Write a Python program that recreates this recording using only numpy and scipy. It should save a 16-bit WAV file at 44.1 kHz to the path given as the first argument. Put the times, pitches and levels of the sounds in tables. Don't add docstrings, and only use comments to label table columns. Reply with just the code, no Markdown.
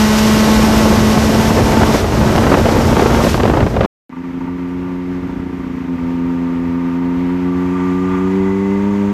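import sys
import numpy as np
from scipy.fft import rfft, irfft, next_fast_len
from scipy.io import wavfile
from scipy.ndimage import map_coordinates

SR = 44100
rng = np.random.default_rng(int(sys.argv[2]) if len(sys.argv) > 2 else 0)


def transcribe(u):
    v = np.clip(np.atleast_2d(u).T, -1, 1)
    q = np.round(v * 32767).astype(np.int16)
    wavfile.write(sys.argv[1], SR, q)


N = 402633
TIME = np.arange(N) / SR
CUT_S, STANDSTILL_S = 3.8615, 4.0945


def full_throttle():
    # t/s, firing rate/Hz, exhaust level/dB
    throttle = [(0, 213.9, -11), (.2, 215.3, -11.5), (.6, 217.9, -11.5), (1.15, 216.7, -14),
                (1.5, 221.9, -17), (1.92, 221.7, -15.5), (2.02, 218.4, -32.5), (2.12, 209, -20.5),
                (2.3, 218, -15.5), (2.55, 221.7, -21), (2.85, 225.3, -19), (3.2, 228.6, -19),
                (3.3, 227, -25.5), (3.5, 220, -29.5), (3.87, 203, -46.5)]
    firing_hz, note_db = curves(throttle)
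    phase = firing_phase(firing_hz, waver_hz=.7)
    return amp(note_db) * exhaust_note(phase, firing_hz) + intake_hiss(phase)


def standstill():
    # t/s, firing rate/Hz, exhaust level/dB, clatter level/dB
    revs = [(4.095, 85, -32, -51.5), (4.18, 86.7, -24, -45), (4.45, 88.3, -21, -39.5),
            (4.7, 88.7, -20, -40), (4.9, 89.75, -20.5, -36.5), (5.25, 89.7, -20, -43),
            (5.55, 88.9, -19, -46.5), (5.8, 87.2, -19.5, -45), (6, 85.4, -18, -40.5),
            (6.2, 86.3, -17.5, -38), (6.64, 85.9, -17.5, -36), (7, 86.64, -16.5, -35.5),
            (7.42, 89.36, -14.5, -36), (7.75, 90.55, -14.5, -31), (8.09, 92, -14, -29.5),
            (8.35, 95.05, -13, -31), (8.65, 97.85, -14, -38), (8.9, 100.4, -13.5, -36),
            (9.13, 101.5, -13.5, -35.5)]
    firing_hz, exhaust_db, clatter_db = curves(revs)
    phase = firing_phase(firing_hz, waver_hz=.45)
    gaps_db = limiter_gaps()
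    engine = exhaust_pulses(phase, exhaust_db - gaps_db) + amp(clatter_db) * clatter(phase, gaps_db)
    return engine + whines(phase) + panel_squeal() + turbo_whistle() + fan(exhaust_db) + body_rumble()


def exhaust_note(phase, firing_hz):
    orders = [(1, 0), (2, -11), (8 / 3, -17), (3, -14), (4, -15), (13 / 3, -19), (5, -14), (6, -21),
              (7, -18), (8, -24), (9, -19), (10, -25), (11, -26), (13, -25), (14, -27)]
    # f/Hz, width/Hz, lift/dB
    boom_hz, width_hz, boom_db = (900, 24, 11)
    note, overtone_db = np.zeros(N), -3.5
    for k, db in orders:
        lift_db = (k > 1) * overtone_db + boom_db * np.exp(-((k * firing_hz - boom_hz) / width_hz) ** 2)
        note += amp(db + lift_db + .49 * wobble(30)) * np.sin(k * phase + rng.uniform(0, 2 * np.pi))
    return np.sqrt(2) * note


def exhaust_pulses(phase, level_db):
    # f/Hz, gain/dB
    pipe = [(40, -41), (90, -1.5), (172, -1), (200, 4), (260, 3.5), (300, -6), (345, -10), (385, 0),
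            (430, -14), (450, -14.5), (500, -13.5), (560, -29), (610, -22), (700, -22), (1100, -14.5),
            (3000, -37.5)]
    # f/Hz, width/Hz, gain/dB
    chamber = [(279, 414, 0)]
    k = np.arange(100)
    partials = np.where(k % 3, amp(-30) * np.exp(1j * k * k), 1) * (k > 0)
    pulses = -per_cycle(phase, partials) * amp(.7 * wobble(30))
    piped = filtered(pulses, causal(pipe))
    muffler = lambda hz: np.abs(modes(chamber)(hz)) ** 2
    return filtered(piped * amp(level_db), muffler) / np.std(filtered(piped, muffler))


def limiter_gaps():
    # t/s, depth/dB
    misfires = [(4.114, 24), (4.155, 19), (4.228, 16), (4.324, 13), (4.398, 18), (4.463, 14), (4.578, 12),
                (5.22, 13), (5.281, 19), (5.315, 15), (5.353, 17), (5.389, 16), (5.415, 10), (5.45, 20),
                (5.485, 20), (5.519, 21), (5.561, 10), (5.588, 23), (5.628, 19), (5.657, 16), (5.692, 17),
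                (5.728, 18), (5.763, 18), (5.796, 14), (5.832, 18), (5.87, 20), (5.972, 21)]
    return sum(db * bump(s, half_s=.006) for s, db in misfires)


def clatter(phase, gaps_db):
    # f/Hz, width/Hz, gain/dB
    casing = [(730, 62, -22.5), (864, 49, -2.5), (925, 39, 5.5), (1047, 25, -1), (1177, 17.5, 6),
              (1473, 83, -7), (1970, 180, -11), (2540, 200, -19), (3350, 330, -24)]
    relight_db = .7 * np.roll(gaps_db, round(.012 * SR)) - .2 * gaps_db
    pressure = np.maximum(np.cos(phase - 1.3), 0) ** 2
    knocks = rng.standard_normal(N) * (.5 + pressure * amp(.63 * wobble(30)))
    k = np.arange(110)
    lift_db = 4.5 * (k % 9 == 0)
    gear = per_cycle(phase, np.exp(1j * k * k) * (k > 20) * amp(lift_db)) * amp(4 + 1.5 * wobble(15))
    ringing = filtered((knocks + gear) * amp(relight_db), modes(casing))
    return unit(ringing) * amp(.9 * wobble(12))


def wind():
    # t/s, thump level/dB, flutter level/dB
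    buffeting = [(0, -19.5, -22), (.35, -18, -21), (.6, -15.5, -16.5), (1.1, -15.5, -16.5),
                 (1.6, -14.5, -15.5), (1.95, -17, -14.5), (2.03, -18, -21), (2.25, -13.5, -15),
                 (3.24, -14.5, -13.5), (3.32, -17.5, -26), (3.55, -14, -15.5), (3.72, -17.5, -21),
                 (3.86, -14, -21)]
    # f/Hz, relative level/dB
    thump_colour = [(20, -10.5), (35, -11.5), (60, 3), (110, 0), (200, -6), (400, -9.5), (900, -36.5)]
    # f/Hz, relative level/dB
    flutter_colour = [(60, -14), (150, -4), (300, -2.5), (600, -5), (1200, -14), (2500, -26), (5000, -41.5),
                      (13000, -76)]
    # t/s, strength/dB
    slap_hits = [(0.591, -3), (0.916, -6.5), (1.174, -3), (1.397, -8), (1.454, -7.5), (1.504, -3),
                 (1.66, -14), (1.715, -13.5), (1.77, -2), (1.832, 0), (1.943, 0), (2.042, -3.5),
                 (2.122, -6.5), (2.213, -4), (2.354, -2), (2.379, 1), (2.431, -6.5), (2.466, 0), (2.516, 5),
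                 (2.539, 4.5), (2.572, -1.5), (2.655, -0.5), (2.687, 0.5), (2.748, -8.5), (2.966, 0),
                 (2.994, 1), (3.021, 0.5), (3.058, 1.5), (3.146, -2), (3.237, -5), (3.267, -2.5),
                 (3.343, -1.5), (3.377, -7.5), (3.398, 0), (3.434, -1), (3.453, 0), (3.476, -4),
                 (3.497, -3), (3.535, -1.5), (3.571, -3.5), (3.604, -1), (3.627, -4), (3.665, -6),
                 (3.738, -15.5), (3.765, -3.5), (3.807, 1), (3.831, -5), (3.845, -5)]
    # f/Hz, gain/dB
    crack_colour = [(100, -22), (400, -5.5), (1200, -6), (3000, -6), (7000, -22), (13700, -45)]
    thump_db, flutter_db = curves(buffeting)
    eddy, gusts_per_s = wobble(45), 14
    thump = unit(noise(thump_colour) * amp(.36 * eddy + wobble(gusts_per_s)))
    flutter = unit(noise(flutter_colour) * amp(1.8 * eddy + 2.1 * wobble(160) + wobble(gusts_per_s)))
    bursts, cracks = np.zeros(N + SR), np.zeros(N)
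    t = np.arange(SR // 8) / SR
    attack_s, t60_s, crackle_s = .0007, .055, .012
    for s, db in slap_hits:
        bursts[round(s * SR):][:len(t)] += amp(db - 3 - 60 * t / t60_s) * (1 - np.exp(-t / attack_s))
        crack_s = s + crackle_s * rng.random(3) ** 2
        cracks[(crack_s * SR).astype(int)] = amp(db + 9) * rng.standard_normal(3)
    slaps = bursts[:N] * noise(flutter_colour) + filtered(cracks, causal(crack_colour))
    return amp(thump_db) * thump + amp(flutter_db) * flutter + slaps


def intake_hiss(phase):
    # t/s, level/dB
    boost = [(0, -20.5), (.44, -20), (1.89, -24.5), (2, -25.5), (2.05, -30), (2.18, -27), (3.25, -26),
             (3.43, -33), (3.86, -41)]
    # f/Hz, relative level/dB
    colour = [(350, -27.5), (600, -12.5), (649, -12.5), (769, -13.5), (1080, -8.5), (1620, -12.5),
              (4610, -16.5), (5540, -15), (9840, -27.5), (13600, -25)]
    # t/s, rise/dB, half length/s
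    puffs = [(0.188, 4.5, 0.012), (1.967, 4.5, .04), (3.301, 5, 0.07)]
    hiss = unit(noise(colour) * (1 + .11 * np.cos(phase)) * amp(.66 * wobble(40.04)))
    puff_db = sum(db * bump(s, half_s) for s, db, half_s in puffs)
    return amp(curves(boost)[0] + puff_db) * hiss


def whines(phase):
    # start/s, end/s, level/dB
    cues = [(5.9, 7.2, -44), (5.9, 7.4, -41), (7.45, 8.3, -34.5), (7.7, 8.45, -34.5), (8.3, 9.3, -41),
            (8.45, 9.3, -37), (8.45, 8.72, -43), (8.6, 9.3, -38), (5.9, 7.4, -44)]
    orders = (14, 32 / 3, 13, 10, 34 / 3, 28 / 3, 62 / 3, 6, 6)
    tones = np.zeros(N)
    for k, (start, end, db) in zip(orders, cues):
        gate = fade_in(start, edge_s=.038) - fade_in(end, edge_s=.038)
        tones += amp(db + 1.8 * wobble(45)) * gate * np.sin(k * phase + .25 * wobble(60))
    return np.sqrt(2) * tones


def panel_squeal():
    return amp(-57 + 15 * bump(8.6, half_s=.4)) * narrow_noise(hz=2035, width_hz=45)


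def turbo_whistle():
    return amp(-56) * fade_in(7.6, edge_s=.1) * narrow_noise(hz=6600, width_hz=2200)


def fan(exhaust_db):
    # f/Hz, relative level/dB
    colour = [(400, -16), (700, 1.5), (1500, -1.5), (2200, -3.5), (2940, -10.5), (4150, -18.5),
              (6460, -23.5), (9670, -34), (12400, -31.5), (13790, -28.5)]
    effort_db = exhaust_db + 18
    return amp(-38.5 + .69 * effort_db + .61 * wobble(20)) * noise(colour)


def body_rumble():
    # f/Hz, relative level/dB
    colour = [(20, -36), (45, -8), (80, -3.5), (125, -12), (170, -13.5), (300, -12), (600, -22.5)]
    wake = 1 - np.exp(-np.abs(TIME - STANDSTILL_S) / .3)
    level_db = -32.5 - 1.5 * fade_in(6.8, edge_s=.3)
    return wake * amp(level_db) * unit(noise(colour) * amp(1.7 * wobble(6)))


def firing_phase(hz, waver_hz):
    return 2 * np.pi * np.cumsum(hz + waver_hz * wobble(25)) / SR


def per_cycle(phase, partials):
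    wave = unit(irfft(partials, 8192))
    return np.interp(phase / (6 * np.pi) % 1, np.linspace(0, 1, len(wave) + 1), np.append(wave, wave[0]))


def amp(db):
    return np.exp(np.asarray(db) * (np.log(10) / 20))


def unit(x):
    return x / np.sqrt(np.mean(x ** 2) + 1e-20)


def curves(rows):
    s, *cols = np.transpose(rows)
    return [np.interp(TIME, s, c) for c in cols]


def bump(s, half_s):
    return np.exp(-((TIME - s) / half_s) ** 2)


def fade_in(s, edge_s):
    return .5 + .5 * np.tanh((TIME - s) / edge_s)


def wobble(rate):
    coarse = TIME[::32]
    knots = rng.standard_normal(int(N * rate / SR) + 4)
    return np.interp(TIME, coarse, map_coordinates(knots, [coarse * rate]))


def along(points, hz):
    f, db = np.transpose(points)
    return amp(np.interp(np.log(hz + 1), np.log(f + 1), db, left=-120, right=-120))


def filtered(x, response):
    m = 2 * next_fast_len(N // 2 + SR // 4)
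    return irfft(rfft(x, m) * response(np.fft.rfftfreq(m, 1 / SR)), m)[..., :N]


def causal(points):
    def response(hz):
        cepstrum = irfft(np.log(along(points, hz) + 1e-4))
        cepstrum[1:len(hz) - 1] *= 2
        cepstrum[len(hz):] = 0
        return np.exp(rfft(cepstrum))
    return response


def modes(table):
    return lambda f: sum((-1) ** k * amp(db) * 1j * f * width / (hz * hz - f * f + 1j * f * width)
                         for k, (hz, width, db) in enumerate(table))


def noise(points):
    return unit(filtered(rng.standard_normal(N), lambda hz: along(points, hz)))


def narrow_noise(hz, width_hz):
    return unit(filtered(rng.standard_normal(N), lambda f: modes([(hz, width_hz, 0)])(f) ** 2))


def scene():
    cut = np.clip((CUT_S - TIME) / .002, 0, 1)
    return ((full_throttle() + wind()) * cut + standstill() * (TIME > STANDSTILL_S))[None]


def record(dry):
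    ceiling, top_hz = .93, 13800
    soft = dry / (1 + np.abs(dry / ceiling) ** 4) ** (1 / 4)
    return filtered(soft, lambda hz: hz < top_hz)


dry = scene()
out = record(dry)
transcribe(out)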